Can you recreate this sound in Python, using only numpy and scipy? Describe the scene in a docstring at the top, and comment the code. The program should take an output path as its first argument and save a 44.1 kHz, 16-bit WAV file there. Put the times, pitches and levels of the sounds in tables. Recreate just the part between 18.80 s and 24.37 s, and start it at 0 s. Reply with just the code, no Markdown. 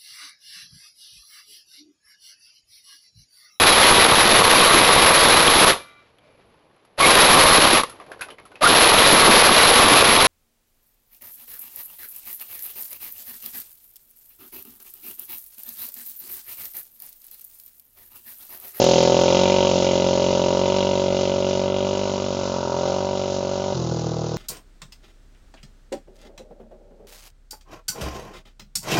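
"""A frozen lake: a single-cylinder four-stroke dirt bike, already some way off, draws further away.
Each firing sends a pressure bang down the exhaust pipe, where it reflects; the silencer rings and booms,
the steep wave front cracks, the outlet sputters and the gas rushes. Near the end the throttle shuts:
low gulps and soft puffs replace the bangs. Faint scattered sound and a light wind lie behind."""
import sys
import numpy as np
from scipy import signal
from scipy.io import wavfile
from scipy.ndimage import uniform_filter1d

SR = 44100
rng = np.random.default_rng(int(sys.argv[2]) if len(sys.argv) > 2 else 0)


def generate_wav(signal):
    """Clip the signal to [-1, 1] and save it as 16-bit WAV at the path in sys.argv[1]."""
    frames = np.transpose(np.atleast_2d(signal))
    scaled = np.clip(frames, -1, 1) * 32767
    pcm = np.round(scaled).astype(np.int16)
    wavfile.write(sys.argv[1], SR, pcm)


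N = 245637
TIME = np.arange(N) / SR

# engine speed under power: time_s, firing_rate_hz
FIRING_RATE = [(0.0, 42.55), (0.33, 43.17), (0.69, 46.84), (0.9, 46.44), (0.94, 45.43), (1.28, 45.5),
               (1.5, 44.95), (1.7, 45.45), (1.96, 47.43), (2.36, 46.6), (2.86, 47.21), (3.24, 48.59),
               (3.6, 46.69), (3.66, 47.09), (3.91, 43.44), (4.22, 47.77), (4.68, 46.74), (4.93, 48.19)]
# the rider's hand: time_s, opening (0 shut, 1 wide open)
THROTTLE_OPENING = [(0, 0.92), (.8, 0.8), (.94, 0.66), (1.9, 0.78), (3.05, 0.69), (3.4, 0.3), (3.85, .3),
                    (4.08, 1), (4.22, .7), (4.6, 0.69), (4.9, .7)]
# the bike's path: time_s, distance_m
BIKE_DISTANCE = [(0, 26.1), (3.6, 47.8), (5.57, 63.6)]
# reflections in header and silencer, before temperature and throttle act: delay_ms, pressure_share
PIPE_ECHOES = [(2.05, 0.33), (3.47, 0.44), (5.3, 0.69), (7.5, 0.23), (10.64, 0.2), (13.57, -0.073),
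               (15.9, 0.14), (18.3, 0.064)]
# hot gas carries sound faster, so echoes come sooner as the pipe warms: time_s, delay_factor
PIPE_WARMING = [(0, 1.036), (1.4, .995), (4.9, 0.988)]
# standing waves of the silencer can: frequency_hz, width_hz, level_db (relative to the passing wave)
CAN_MODES = [(234.2, 18, -3.5), (387.5, 39, -1), (553.6, 56, -14), (807, 200, -5.5)]
# silencer's honk near 770 Hz: time_s, level_db (over its usual level)
HONK_LEVEL = [(0, 2), (.9, -2.5), (2, -3), (3.85, -2.5), (4.08, 6.5), (4.65, 0.5), (4.85, 5.5)]
# silencer's upper ring, before a fixed trim: time_s, level_db
UPPER_RING_LEVEL = [(0.06, -31), (0.81, -26.5), (0.96, -33), (2.06, -29.5), (2.33, -37), (3.38, -35.5),
                    (3.42, -41.5), (3.94, -31), (4.14, -37.5), (4.29, -32.5), (4.41, -40.5), (4.88, -37)]
# gas flow through one cycle, before the surge factor: cycle_share since the firing, level_db
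GAS_FLOW = [(0, -12), (.05, 4.5), (.22, 0.5), (.38, 4.5), (.6, 0.5), (1, -1.5)]
# hiss of the gas, before its random waver: time_s, level_db
HISS_LEVEL = [(0, -25.5), (.43, -29.5), (1.7, -34), (2.2, -36), (2.8, -36.8), (2.93, -42), (3.12, -37),
              (5.05, -39), (5.57, -42)]
# filter shapes, relative levels: frequency_hz, level_db
BANG_SPECTRUM = [(30, -43), (55, -9.5), (95, -17.5), (135, -5), (185, 3), (290, -2), (400, -3), (570, 1.5),
                 (680, -1.5), (800, -11), (1100, -37), (1500, -36.5), (1900, -42), (4000, -56)]
CRACK_SPECTRUM = [(1200, -25.5), (1850, -29), (2030, -3), (2200, -8), (2400, 0), (2560, -3), (2930, 4),
                  (3400, -0.5), (4000, -4.5), (5000, -23), (7500, -35)]
PUFF_SPECTRUM = [(100, -19), (250, -22.5), (350, 14), (480, 5), (600, 8), (800, -0.5), (1100, -8.5),
                 (1450, -55), (1900, -52), (4000, -50)]
GAS_SPECTRUM = [(900, -28), (1500, -31), (1680, -11.5), (1860, -24.5), (2040, -12.5), (2250, -22),
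                (2550, -13), (2910, -11), (3250, -11), (4000, -5.5), (4550, -7.5), (5200, -6), (6800, -7.5),
                (7700, -21.5)]
WIND_SPECTRUM = [(20, -23), (45, -8.5), (80, -1), (200, -22.5), (1000, -0.5), (3000, -42.5), (7500, -52.5)]

SHUT_S = 4.936  # the throttle shuts
FIRING_ANGLE = .75  # share of a cycle still to run at the start before a firing
CRUISE_HZ = 46  # firing rate at which the rev-dependent levels hold
# throttle shut: the firing rate drops at once, then sags steadily
DROP_HZ, DROP_S, SAG_HZ_PER_S = 6.476, .0165, 3.863
# the firing pattern jumps ahead once, at this time, by this share of a cycle
SKIP_S, SKIP_SHARE = 1.495, .087
# each layer: level at the start of the path and loss per doubling of distance
BANG_DB, BANG_LOSS_DB = -14, 8  # throttle wide open
CRACK_DB, CRACK_LOSS_DB = -25, 18  # throttle wide open, at CRUISE_HZ
BOOM_DB, BOOM_LOSS_DB = -29, 5.5  # throttle wide open
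SPUTTER_DB, SPUTTER_LOSS_DB = -39, 5  # revs steady
# easing the throttle from open to shut softens each stroke and makes it more turbulent
BANG_EASE_DB, CRACK_EASE_DB, BOOM_EASE_DB, TURBULENCE_EASE_DB = -6, -6, -1.5, 7
# reflection strength with the throttle open, and how much of it easing off takes away
REFLECT, REFLECT_EASE = 1, 0.72
# turbulence relative to the bang at CRUISE_HZ; higher revs smooth the bang and steepen the crack
TURBULENCE_DB, TURBULENCE_DB_PER_HZ, CRACK_DB_PER_HZ = -19.5, -0.2, 1.5
# sputter rises by this for each firing per second gained or lost in a second
SPUTTER_CHANGE_DB = 0.39
# throttle shut: first levels and how fast they fade
GULP_DB, GULP_FADE_DB_PER_S, PUFF_DB, PUFF_FADE_DB_PER_S = -24.5, 7, -29, 1.3
COAST_RISE_S = .025
# throttle shut, the gas cools: final factor on the pipe's delays, and time constant
COOL_STRETCH, COOL_S = 1.17, 0.11
# factor on the dB swing of the gas flow, under power and with the throttle shut
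SURGE_DRIVEN, SURGE_SHUT = 1.08, 1.6
MIC_EDGE_HZ, EDGE_HZ = 7480, 15800


def exhaust(times, ring_trim_db=-1):
    """Wave steepening: a bang with turbulence excites pipe and silencer, and its steep front cracks."""
    clicks = strokes(times, uneven_db=0.1, jitter_ms=0.047)
    ease, far, revs = eased(), doublings(), speed() - CRUISE_HZ
    reflect, stretch = REFLECT - REFLECT_EASE * ease, curve(PIPE_WARMING)

    turbulence_db = TURBULENCE_DB + TURBULENCE_EASE_DB * ease + TURBULENCE_DB_PER_HZ * revs
    turbulence = gain_of(turbulence_db) * burst(clicks, decay_ms=22)
    wave = pipe(clicks + turbulence, reflect, stretch)
    bang = steady(colour(honk(silencer(wave)), BANG_SPECTRUM), size=2900)
    bang *= gain_of(BANG_DB + BANG_EASE_DB * ease - BANG_LOSS_DB * far)

    upper_ring = steady(ring(ring(wave, hz=940, width_hz=140), hz=955, width_hz=170))
    upper_ring *= gain_of(curve(UPPER_RING_LEVEL) + ring_trim_db)

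    fronts = delayed(clicks, ms=.5)
    rasp = 0.52 * burst(fronts, decay_ms=1.0) + .5 * burst(fronts, decay_ms=12)
    front_wave = pipe(fronts + rasp, 0.77 * reflect, stretch)
    crack = steady(colour(front_wave, CRACK_SPECTRUM), size=1450)
    crack *= gain_of(CRACK_DB + CRACK_EASE_DB * ease + CRACK_DB_PER_HZ * revs - CRACK_LOSS_DB * far)
    return bang + upper_ring + crack * waver(depth_db=1.02)


def boom(times):
    """Cavity resonance: each stroke sets the gas in the silencer's volume booming."""
    clicks = strokes(times, uneven_db=1.1, jitter_ms=0.024)
    swing = ring(ring(clicks, hz=109, width_hz=50), hz=115, width_hz=130)
    low = colour(swing, [(30, -25.5), (90, 0.5), (200, 3), (600, -1)])
    return steady(low) * gain_of(BOOM_DB + BOOM_EASE_DB * eased() - BOOM_LOSS_DB * doublings())


def overrun(times):
    """Flow reversal: the cylinder sucks gas back, then puffs it through a cooler, slower pipe."""
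    clicks = strokes(times, uneven_db=1.0, jitter_ms=.03)
    since = coasted()

    suck = ring(delayed(clicks, ms=1.9), hz=142.3, width_hz=37)
    gulp = colour(suck, [(35, -4.5), (120, 2.0), (210, -1.5), (400, -3.5), (1500, -31)])
    gulp = steady(gulp) * gain_of(GULP_DB - GULP_FADE_DB_PER_S * since)

    late = delayed(clicks, ms=8.69)
    stretch = COOL_STRETCH + (1 - COOL_STRETCH) * np.exp(-since / COOL_S)
    blown = pipe(late + .3 * burst(late, decay_ms=12), strength=.7, stretch=stretch)
    puff = -colour(blown, PUFF_SPECTRUM)  # opposite polarity
    puff = steady(puff) * gain_of(PUFF_DB - PUFF_FADE_DB_PER_S * since)
    return (gulp + puff) * (1 - np.exp(-since / COAST_RISE_S))


def sputter(times):
    """Turbulent outflow: a papery flutter of noise at the outlet after each stroke."""
    puffs = burst(strokes(times, uneven_db=0.5, jitter_ms=0.093), decay_ms=24)
    spectrum = [(600, -15.0), (1050, -4.0), (1270, -3.0), (1490, -4.0), (1590, -20),
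                (1900, -36.5), (4000, -46.0)]
    voiced = colour(puffs, spectrum)
    change = uniform_filter1d(abs(np.gradient(curve(FIRING_RATE), TIME)), size=8000)
    return steady(voiced) * gain_of(SPUTTER_DB + SPUTTER_CHANGE_DB * change - SPUTTER_LOSS_DB * doublings())


def rush(turns):
    """Modulated flow noise: the hiss of gas swells and fades within every cycle."""
    surge = np.where(TIME < SHUT_S, SURGE_DRIVEN, SURGE_SHUT)
    flow_db = np.interp(turns % 1, *np.transpose(GAS_FLOW)) * surge
    hiss = colour(rng.standard_normal(N) * gain_of(flow_db), GAS_SPECTRUM)
    return steady(hiss) * gain_of(curve(HISS_LEVEL)) * waver(depth_db=0.92)


def pipe(x, strength, stretch=1):
    """Reflection: the wave leaves the pipe once directly and again after each echo delay."""
    return x + strength * sum(share * delayed(x, ms * stretch) for ms, share in PIPE_ECHOES)


def silencer(x):
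    """Standing waves: the can passes the wave and keeps ringing between the bangs."""
    modes = [gain_of(db) * 2 * np.pi * width / SR * ring(x, hz, width) for hz, width, db in CAN_MODES]
    return x + sum(modes)


def honk(x, hz=770, width_hz=110):
    """Selective resonance: lifts or lowers one narrow band of the exhaust note."""
    extra = gain_of(curve(HONK_LEVEL)) - 1
    return x + extra * 2 * np.pi * width_hz / SR * ring(x, hz, width_hz)


def strokes(times, uneven_db, jitter_ms):
    """Near-periodic impulses: one click a cycle, with random spread in strength and timing."""
    strength, slip = rng.standard_normal((len(times), 2)).T
    at = np.clip(np.round((times + slip * jitter_ms / 1000) * SR).astype(int), 0, N - 1)
    return np.bincount(at, gain_of(uneven_db * strength), N)


def burst(clicks, decay_ms):
    """Exponential decay: a dying puff of noise, of unit mean energy for a unit click."""
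    keep = np.exp(-1000 / (decay_ms * SR))
    envelope = signal.lfilter([np.sqrt(1 - keep ** 2)], [1, -keep], clicks)
    return envelope * rng.standard_normal(N)


def speed():
    """Engine braking: firings per second, held by the rider and then falling."""
    drop = DROP_HZ * (1 - np.exp(-coasted() / DROP_S))
    return curve(FIRING_RATE) - drop - SAG_HZ_PER_S * coasted()


def coasted():
    """Elapsed time: seconds since the throttle shut; zero before."""
    return np.maximum(TIME - SHUT_S, 0)


def eased():
    """Throttling: how far the opening is backed off, 0 wide open, 1 shut."""
    return 1 - np.clip(curve(THROTTLE_OPENING), 0, 1)


def doublings():
    """Distance law: how many times the distance has doubled since the start."""
    metres = curve(BIKE_DISTANCE)
    return np.log2(metres / metres[0])


def waver(depth_db, count=24):
    """Superposed slow sines with random phases: a gain drifting a few times a second."""
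    hz, t = np.geomspace(2, 14, count), TIME[::200]
    phases = np.outer(t, hz) + rng.random(count)
    drift = (np.sin(2 * np.pi * phases) / np.sqrt(hz)).sum(1)
    return gain_of(depth_db * np.interp(TIME, t, drift / drift.std()))


def ring(x, hz, width_hz):
    """Damped resonance: one complex pole, whose bandwidth sets the decay."""
    pole = np.exp((2j * np.pi * hz - np.pi * width_hz) / SR)
    return signal.lfilter([1], [1, -pole], x).real


def delayed(x, ms):
    """Propagation delay: x arrives later by ms."""
    return np.interp(TIME - ms / 1000, TIME, x, left=0)


def colour(x, points, size=8192):
    """Minimum-phase filtering: a causal filter with the given spectrum."""
    hz, db = np.transpose(points)
    grid = np.fft.rfftfreq(size, 1 / SR) + 1
    log_gain = np.log(gain_of(np.interp(np.log(grid), np.log(hz), db)))
    circle = np.r_[log_gain, log_gain[-2:0:-1]]
    # the Hilbert transform of the log gain gives the matching phase
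    taps = np.fft.ifft(np.exp(np.conj(signal.hilbert(circle)))).real
    return signal.oaconvolve(x, taps[:size // 2])[:N]


def steady(x, size=4200):
    """Level normalisation: divides x by its running rms, with a floor for near-silence."""
    power = uniform_filter1d(uniform_filter1d(x ** 2, size), size)
    return x / np.sqrt(abs(power) + np.mean(x ** 2) / 100)


def curve(rows):
    """Linear interpolation: a table's second column joined by straight lines in time."""
    rows = np.asarray(rows)
    return np.interp(TIME, rows[:, 0], rows[:, 1])


def gain_of(db):
    """Logarithmic level: decibels to amplitude."""
    return 10 ** (np.asarray(db) / 20)


def lake(x, t60=1.0, wet_db=-25):
    """Scattering: faint, exponentially decaying noise-like echoes from the ice and the shore."""
    t = TIME[:SR]
    tail = rng.standard_normal(SR) * gain_of(-60 * t / t60) * (t > .02)
    return x + gain_of(wet_db) * signal.oaconvolve(x, tail / np.linalg.norm(tail))[:N]


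def air(level_db=-48):
    """Flow noise: light wind rumbling at the microphone, as filtered noise."""
    wind = colour(rng.standard_normal(N), WIND_SPECTRUM)
    return gain_of(level_db) * wind / wind.std()


def scene():
    """Superposition: one firing a cycle drives every engine layer, and the lake and wind are added."""
    turns = np.cumsum(speed()) / SR - FIRING_ANGLE + SKIP_SHARE * (TIME > SKIP_S)
    # whole turns are firings
    times = np.interp(np.arange(-1, int(turns[-1]) + 1), turns, TIME)
    driven, coasting = times[times < SHUT_S], times[times >= SHUT_S]
    bike = exhaust(driven) + boom(driven) + overrun(coasting) + sputter(times) + rush(turns)
    return (lake(bike) + air())[None]


def record(dry, ceiling=0.702):
    """Band limiting and clipping: a narrow microphone channel clips peaks, then a wider low-pass."""
    mic_taps = signal.firwin(201, MIC_EDGE_HZ, window=("kaiser", 7), fs=SR)
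    narrow = signal.oaconvolve(dry, mic_taps[None], "same")
    clipped = np.clip(narrow, -ceiling, ceiling)
    edge_taps = signal.firwin(511, EDGE_HZ, window=("kaiser", 9), fs=SR)
    return signal.oaconvolve(clipped, edge_taps[None], "same")


dry = scene()
out = record(dry)
generate_wav(out)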